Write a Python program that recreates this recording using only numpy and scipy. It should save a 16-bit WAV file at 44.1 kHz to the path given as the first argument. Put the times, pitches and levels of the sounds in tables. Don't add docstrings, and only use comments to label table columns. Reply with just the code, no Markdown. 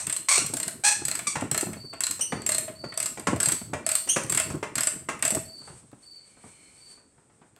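import sys
import numpy as np
from scipy import signal
from scipy.fft import rfft, irfft, next_fast_len
from scipy.io import wavfile

SR = 44100
rng = np.random.default_rng(int(sys.argv[2]) if len(sys.argv) > 2 else 0)


def gain_from_db(level_db):
    decades = np.asarray(level_db, float) / 20
    return 10 ** decades


def master_out(mix):
    frames = np.transpose(np.atleast_2d(mix))
    ceiling = np.clip(frames, -1, 1)
    pcm = np.round(ceiling * 32767).astype(np.int16)
    wavfile.write(sys.argv[1], SR, pcm)


N = 334719

# pitch_hz, level_db, t60_s
FRAME_MODES = [(305, -8, .1), (635, -7, .08), (850, -10, .07), (1082, -4, .13), (1365, -4, .1),
               (1700, -10, .07), (1936, -6, .18), (2051, -4, .06), (2355, -10, .08), (2700, -12, .08),
               (3060, -16, .05)]
# freq_hz, level_db
METAL_BURST = [(2000, -5.5), (4000, -14.5), (6000, -8.5), (7200, -6.5), (8400, -2.5), (9600, -10.5),
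               (11500, -28), (14000, -24.5), (16000, -29)]
# freq_hz, level_db
SQUEAL_COLOUR = [(300, -43), (600, -8.5), (900, -13.5), (1700, -12), (2400, -11), (3400, -20.5),
                 (4250, -10.5), (5000, -16.5), (5900, -8.5), (7000, -9), (8400, 4.5), (9600, -11),
                 (12000, -18), (15000, -25.5)]
# start_s, peak_db, pitch_hz
BUMPS = [(0.378, -18.5, 377), (0.443, -29, 150), (0.535, -20.5, 293), (1.018, -25.5, 328),
         (1.366, -26, 145), (1.422, -16.5, 256), (1.516, -26, 148), (1.629, -18, 339), (1.668, -23.5, 170),
         (1.767, -29, 240), (2.33, -17, 231), (2.839, -19.5, 353), (3.283, -16, 200), (3.33, -12.5, 256.6),
         (3.473, -25, 143), (3.615, -27.5, 207), (3.732, -17.5, 285), (3.18, -35.5, 130), (4.244, -30, 132),
         (4.325, -28.5, 140), (4.506, -20.5, 143), (4.627, -20.5, 428), (4.765, -30, 143),
         (5.087, -68, 283), (5.322, -22.5, 210), (5.367, -21, 230), (5.7, -40.5, 120), (5.929, -33, 285),
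         (6.44, -39, 200), (7.414, -48, 190)]


def rms_one(x):
    return x / np.sqrt(np.mean(x ** 2) + 1e-20)


def band_pass(x, low_hz, high_hz):
    return signal.sosfilt(signal.butter(2, [low_hz, high_hz], "band", fs=SR, output="sos"), x)


def at_hz(points, hz):
    point_hz, value = np.array(points)[:, :2].T
    return np.interp(np.log(hz + 1), np.log(point_hz), value)


def colour(x, spectrum, smear_s=0):
    size = next_fast_len(len(x))
    hz = np.arange(size // 2 + 1) * SR / size
    delay = np.exp(-2j * np.pi * smear_s * hz ** 2 / SR)
    return irfft(rfft(x, size) * gain_from_db(at_hz(spectrum, hz)) * delay, size)[:len(x)]


def drift(rate_hz):
    knots = rng.standard_normal(N // 100 + 2)
    return np.interp(np.arange(N) * rate_hz / SR, np.arange(len(knots)), knots) * 1.2


def strike(times, levels_db, modes, spread_db, chatter_s, detune, damping, count=4):
    hz, db, t60 = np.transpose(modes)[:, :, None]
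    t = np.arange(round(.15 * SR)) / SR
    gaps = rng.random((len(times), count)) * chatter_s
    gaps[:, 0] = 0
    luck = rng.standard_normal((len(times), len(modes), count + 2))
    out = np.zeros(N + 2 * len(t))
    for s, level_db, gap, draw in zip(times, levels_db, gaps, luck):
        decay = np.exp(-np.log(1000) * damping * t / t60)
        rings = np.sin(2 * np.pi * hz * (1 + detune * draw[:, :1]) * t) * decay
        contact_luck = draw[:, 2:]
        gains = gain_from_db(level_db + db + spread_db * (draw[:, 1:2] + .5 * contact_luck)) * np.sign(contact_luck)
        gains[:, 1:] *= .6
        starts = np.round((s + gap) * SR).astype(int)
        for i, contact in zip(starts, gains.T @ rings):
            out[i:i + len(t)] += contact
    return out[:N]


def crack(times, levels_db, t60, low_hz, high_hz):
    clicks = np.zeros(N)
    clicks[np.round(np.array(times) * SR).astype(int)] = gain_from_db(np.array(levels_db))
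    fading = signal.lfilter([1], [1, -gain_from_db(-60 / (t60 * SR))], clicks + 1e-18)
    fading = signal.lfilter([.04], [1, -.96], fading)
    return band_pass(fading * rng.standard_normal(N), low_hz, high_hz)


def earlier_tail():
    return colour(crack([0], [-21.], 0.36, 300, 10400), SQUEAL_COLOUR)


def air():
    # freq_hz, level_db
    air_colour = [(15, -30.5), (25, 4), (49, 2.5), (120, -3.5), (451, -3), (641, -10.5), (2280, -19),
                  (3430, -27), (6210, -24.5), (8360, -8.5), (16000, -72)]
    return gain_from_db(-65) * rms_one(colour(rng.standard_normal(N), air_colour))


def effort():
    # time_s, level_db
    hand_weight = [(0.0, -56.5), (1.33, -50), (1.56, -51.5), (2.01, -57), (2.43, -47), (2.64, -51.5),
                   (3.23, -57.5), (3.38, -49.5), (4.1, -57), (4.29, -47.5), (4.99, -53.5), (5.3, -50),
                   (6.09, -73.5), (7.59, -68.5)]
    shake_db, db_per_octave = -15, -7
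    rise_s, t60_s = 0.0085, 0.23
    s, db, hz = np.transpose(BUMPS)
    pushes = np.zeros(N)
    pushes[np.round(s * SR).astype(int)] = gain_from_db(db + shake_db + db_per_octave * np.log2(hz / 200))
    fading = signal.lfilter([1], [1, -gain_from_db(-60 / (t60_s * SR))], pushes + 1e-18)
    rise = np.exp(-1 / (rise_s * SR))
    shaking = signal.lfilter([1 - rise], [1, -rise], fading)
    return shaking + gain_from_db(np.interp(np.arange(N) / SR, *np.transpose(hand_weight)))


def movement():
    # freq_hz, density_db
    rumble_colour = [(15, -38.5), (25, -20.5), (189, -4), (248, -4.5), (327, -4), (437, -11), (510, -15.5),
                     (694, -23.5), (1500, -24), (1950, -54.5), (3300, -120)]
    # freq_hz, density_db
    cloth_colour = [(300, -14), (1000, -12.5), (3000, -16.5), (5500, -15.5), (7000, -12.5), (8400, 2),
                    (9800, -13.5), (12000, -28.5), (15000, -39)]
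    # time_s, level_db
    cloth_moves = [
        (5.55, -58),
        (5.78, -52),
        (5.85, -63),
        (6.08, -62),
        (6.36, -60),
        (6.43, -54),
        (6.55, -58),
        (6.92, -54),
        (7.05, -70),
    ]
    rumble = rms_one(colour(rng.standard_normal(N), rumble_colour)) * gain_from_db(-2 + 5.35 * drift(40))
    deep = band_pass(rng.standard_normal(N), 80., 160.)
    sway = rms_one(deep) * gain_from_db(-3.5 + 4.1 * drift(11))
    rustle_db = np.interp(np.arange(N) / SR, *np.transpose(cloth_moves), left=-64) + 1.8 * drift(25)
    rustle = rms_one(colour(rng.standard_normal(N), cloth_colour)) * gain_from_db(rustle_db)
    return effort() * (rumble + sway) + rustle


def teeth():
    # first_tooth_s, last_but_one_s, last_tooth_s, peak_db, tube_share_db
    back_swings = [(0.0684, 0.1262, .1647, -14, -31), (.5383, 0.631, .6799, -14.5, -27.5),
                   (1.052, 1.1134, 1.1524, -13, -38), (1.5137, 1.577, 1.6102, -10.5, -33.5),
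                   (2.0061, 2.067, 2.11, -10.5, -37.5), (2.4639, 2.547, 2.582, -10, -29.5),
                   (2.9752, 3.028, 3.0586, -11, -27), (3.402, 3.486, 3.5209, -8.5, -34.5),
                   (3.8645, 3.916, 3.9527, -10, -24), (4.297, 4.374, 4.3992, -9.5, -31.5),
                   (4.7546, 4.833, 4.8708, -10, -29.5), (5.2243, 5.3054, 5.3488, -9, -23.5)]
    # start_s, peak_db, frame_share_db, tube_share_db
    loose_play = [(.4638, -15, -23, -36.5), (1.1912, -18.5, -6.5, -14.5), (1.4097, -23, -4.5, -34),
                  (1.4442, -40, -34, -18), (1.731, -27, -4.5, -14.5), (1.935, -34, 0.5, -5),
                  (2.4189, -26.5, -11, -16), (2.68, -37, 6.5, 0.5), (2.922, -43.5, 13.5, -7),
                  (2.9402, -32.5, -12, -10), (3.1969, -23.5, -13, -21.5), (3.362, -26, -6, -7.5),
                  (4.2357, -24, -28, -31), (4.2647, -32, -23, -26), (4.5537, -36, -38, -23),
                  (5.1926, -34, -2, -23)]
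    tooth_s = .028
    rise_db, tooth_spread_db = 1.5, 1.5
    frame_share_db, socket_share_db, share_spread_db = -15.5, -24, 3.5
    rows = []
    for first, near_last, last, db, tube_db in back_swings:
        steps = round((near_last - first) / tooth_s) + 1
        times = np.append(np.linspace(first, near_last, steps), last)
        luck = rng.standard_normal((4, 6))[:, :len(times)]
        usual_shares = np.array([[frame_share_db], [tube_db], [socket_share_db]])
        shares = usual_shares + share_spread_db * luck[1:]
        peak = db + rise_db * np.linspace(-.5, .5, len(times)) + tooth_spread_db * luck[0]
        rows += list(zip(times, peak, *shares))
    return rows + [(*row, socket_share_db) for row in loose_play]


def pawl():
    # pitch_hz, level_db, t60_s
    head_modes = [(4713, -17, 0.024), (5170, -28.5, 0.049), (6100, -43, 0.0083), (6650, -17.5, 0.0088),
                  (7604, -4, 0.036), (8050, 3, 0.015), (8570, 4.5, 0.0082), (8700, -4.5, 0.0083),
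                  (11000, -17, 0.018), (11360, -5.5, 0.0055), (12420, -18.5, .02)]
    tube_modes = [(647, 0.0097, 0.056)]
    socket_modes = [(4181, 0, 0.024)]
    # start_s, peak_db
    socket_rocks = [
        (0.6294, -25),
        (1.1139, -26.5),
        (1.579, -26),
        (2.0365, -18),
        (2.068, -30),
        (2.548, -26),
        (3.485, -34),
        (4.779, -31),
    ]
    s, db, frame_db, tube_db, socket_db = np.transpose(teeth())
    rock_s, rock_db = np.transpose(socket_rocks)
    ring_s = np.append(s, rock_s)
    ring_db = np.append(db + socket_db, rock_db) - 1.0
    head = strike(s, db - 10.5, head_modes, spread_db=-0.5, chatter_s=.005, detune=0.013, damping=0.92)
    frame = strike(s, db + frame_db - 20, FRAME_MODES, spread_db=3.0, chatter_s=.004, detune=.02, damping=3.0)
    tube = strike(s, db + tube_db + 1.5, tube_modes, spread_db=3.5, chatter_s=0.00408, detune=0.013,
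                  damping=0.72, count=2)
    socket = strike(ring_s, ring_db, socket_modes, spread_db=2.5, chatter_s=0.0057, detune=0.0064,
                    damping=0.82, count=2)
    bright = colour(crack(s, db - 0.5, 0.017, 2100, 22000), METAL_BURST)
    frame_burst = crack(s, db + frame_db + 1, 0.083, 1000, 2800)
    return head + frame + tube + socket + bright + frame_burst


def stick_slip(rate, db, uneven, lowest):
    noise = rng.standard_normal((2, round(.15 * SR)))
    wander = signal.lfilter([.05], [1, -.95], noise)[:, :len(rate)] * 6
    swing = np.cos(2 * np.pi * np.cumsum(rate * (1 + .7 * uneven * wander[0]) / SR))
    sharpness = 4.9 * (3000 / rate) ** 2
    slips = np.exp(sharpness * (swing - 1))
    lowest_partial = 2 * np.mean(slips * swing) * swing
    slips = slips - slips.mean() - (1 - lowest) * lowest_partial
    return gain_from_db(db + 40 * uneven * wander[1]) * rms_one(slips)


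def squeals():
    # time_s, slip_rate_hz, level_db
    long_groans = [
        [(.285, 1084, -21.5), (.297, 1125, -23), (.333, 1128, -22.5), (.37, 1191, -25), (.378, 1375, -23),
         (.43, 1364, -43.5)],
        [(.837, 768, -22.5), (.847, 829, -19), (.888, 851.4, -19), (.905, 846, -31.5), (.93, 833, -25.5),
         (.96, 830, -59)],
        [(1.269, 1212, -26.5), (1.28, 1160, -24), (1.29, 1130, -33), (1.33, 1134, -41)],
    ]
    groan_uneven = (.115, .085, 0.056)
    # start_s, length_s, slip_rate_hz, level_db, upward_glide_share
    short_squeaks = [
        (2.208, 0.04, 2907, -26.5, 0.011),
        (2.211, .039, 3060, -23, 0.0453),
        (4.088, .053, 2934, -25, 0.038),
        (4.094, 0.057, 3288, -17.5, 0.099),
    ]
    lowest_loss = 0.37
    attack_s, glide_s, fade_db = 0.0013, .01, 17
    out = np.zeros(N)
    for rows, uneven in zip(long_groans, groan_uneven):
        s, hz, db = np.transpose(rows)
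        i = np.arange(round(s[0] * SR), round(s[-1] * SR))
        lowest = np.clip(1 - lowest_loss * 2 * np.linspace(0, 1, len(i)), .15, 1)
        out[i] += stick_slip(np.interp(i / SR, s, hz), np.interp(i / SR, s, db), uneven, lowest)
    for s, length, hz, db, glide in short_squeaks:
        t = np.arange(round(length * SR)) / SR
        rate = hz * (1 - glide * np.exp(-t / glide_s))
        slips = stick_slip(rate, db - fade_db * t / length, uneven=.04, lowest=0.72)
        out[round(s * SR):][:len(t)] += slips * np.minimum(t / attack_s, 1)
    return gain_from_db(10.0) * colour(out, SQUEAL_COLOUR, smear_s=0.0033)


def thuds():
    out = np.zeros(N)
    t = np.arange(round(.12 * SR)) / SR
    for s, db, hz in BUMPS:
        i = round(s * SR)
        fade = gain_from_db(db + 4.5 - 60 * t / (7.3 / hz))
        bump = fade * np.sin(2 * np.pi * hz * t) * (1 - np.exp(-t / 0.0029))
        out[i:i + len(t)] += bump[:N - i]
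    s, db, _ = np.transpose(BUMPS)
    return out + crack(s, db + 6.0, 0.037, 300, 900)


def knocks():
    # start_s, peak_db, treble_share_db
    socket_knocks = [(0.539, -53.5, 2), (1.355, -21.5, -2), (1.929, -38, -8), (2.193, -38, 10.5),
                     (2.322, -24, -6.5), (2.841, -36, -5), (3.173, -35, 2), (3.27, -17, -0.5),
                     (3.734, -25, -3), (4.074, -36.5, 9.5), (4.162, -17.5, 1), (4.501, -35.5, 5.5),
                     (4.628, -24, -4.5), (5.087, -21, -1.5)]
    s, db, treble_db = np.transpose(socket_knocks)
    frame = strike(s, db - 11, FRAME_MODES, spread_db=2.0, chatter_s=.012, detune=.004, damping=1)
    panels = crack(s, db + 11.5, 0.072, 159, 1190) + crack(s, db - 2.0, 0.13, 1270, 2600)
    bright = colour(crack(s, db + treble_db + 3.5, 0.11, 2400, 13000), METAL_BURST)
    return frame + panels + bright


def cricket():
    # start_s, level_db
    chirp_times = [
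        (1.764, -36.5),
        (2.271, -42),
        (2.754, -36.5),
        (3.447, -43.5),
        (3.847, -39),
        (4.3, -41.5),
        (5.448, -38),
        (6.025, -41),
        (6.773, -45.5),
    ]
    # delay_s, length_s, first_hz, last_hz, level_db
    wing_strokes = [
        (0, .022, 4480, 4400, -8),
        (.034, .028, 4640, 4330, -2),
        (.081, .029, 4640, 4310, 0),
        (.128, .029, 4640, 4290, 0),
    ]
    out = np.zeros(N)
    for start, level_db in chirp_times:
        for delay, length, first_hz, last_hz, db in wing_strokes:
            u = np.arange(round(length * SR)) / (length * SR)
            phase = 2 * np.pi * np.cumsum(first_hz + (last_hz - first_hz) * u ** 2) / SR
            second = gain_from_db(-14) * (1 - u) * np.sin(2 * phase)
            tone = np.sin(phase) + second + gain_from_db(-27) * np.sin(3 * phase)
            i = round((start + delay) * SR)
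            out[i:i + len(u)] += gain_from_db(level_db + db) * np.sqrt(np.sin(np.pi * u)) * tone
    return out


def taps():
    # start_s, peak_db, treble_share_db
    contacts = [(5.615, -44, -7), (5.673, -33.5, -21), (5.916, -50, 20), (5.93, -63, -6), (6.137, -85, -14),
                (6.229, -69, 5), (6.369, -45, -15), (6.437, -42, -4), (6.975, -45, -14.5),
                (7.179, -49.5, -5), (7.296, -50, -14), (7.414, -43, -25), (7.563, -47, 22)]
    s, db, treble_db = np.transpose(contacts)
    return crack(s, db + 1.5, 0.16, 140, 1340) + crack(s, db + treble_db - 13.5, 0.0034, 1600, 12000)


def rub():
    # pitch_hz, width_hz, level_db
    resonances = [(2270, 260, -0.5), (3040, 75, -10), (4310, 230, -3)]
    start_s, peak_s, end_s, edge_s = 6.13, 6.65, 7.0, 0.028
    level_db, swell_db = -63, 11.5
    noise, out, t = rng.standard_normal(N), 0, np.arange(N) / SR
    for hz, width_hz, db in resonances:
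        out = out + gain_from_db(db) * rms_one(band_pass(noise, hz - width_hz / 2, hz + width_hz / 2))
    swell = np.interp(t, [start_s, peak_s, end_s], [-swell_db, 0, -swell_db])
    edges = np.clip(np.minimum(t - start_s, end_s - t) / edge_s, 0, 1)
    return out * gain_from_db(level_db + swell) * edges


def garage(x, first_s):
    # freq_hz, t60_s
    room_decay = [(100, .3), (500, 0.44), (1500, 0.4), (4000, 0.41), (9000, 0.36), (15000, 0.47)]
    t = np.arange(round(.6 * SR)) / SR
    edges, tail = 70 * 2 ** np.arange(0, 8.1, .5), 0
    for low, high in zip(edges, edges[1:]):
        band = band_pass(rng.standard_normal(len(t)), low, high)
        tail = tail + band * gain_from_db(-60 * t / at_hz(room_decay, np.sqrt(low * high)))
    tail = tail * np.clip(t / first_s - 1, 0, 1)
    return signal.fftconvolve(x, tail / np.sqrt(np.sum(tail ** 2)))[:N]


def scene():
    work, bumps, far = pawl() + knocks() + squeals() + taps(), thuds(), cricket()
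    muffled = .3 * bumps
    room = garage(gain_from_db(-5.0) * work + muffled, first_s=0.0032)
    dull = signal.sosfilt(signal.butter(4, 6000, fs=SR, output="sos"), far)
    corner = .62 * far + garage(.77 * dull, first_s=.006)
    return (work + bumps + room + earlier_tail() + corner + movement() + rub() + air())[None]


def roll_off(x):
    return signal.sosfilt(signal.butter(12, 16510, fs=SR, output="sos"), x)


def record(dry):
    thin = signal.sosfilt(signal.butter(2, 60., "high", fs=SR, output="sos"), dry)
    rounded = .42 * np.tanh(thin / .42)
    cut = signal.sosfilt(signal.cheby2(12, 60, 16700, fs=SR, output="sos"), rounded)
    return roll_off(cut)


dry = scene()
out = record(dry)
master_out(out)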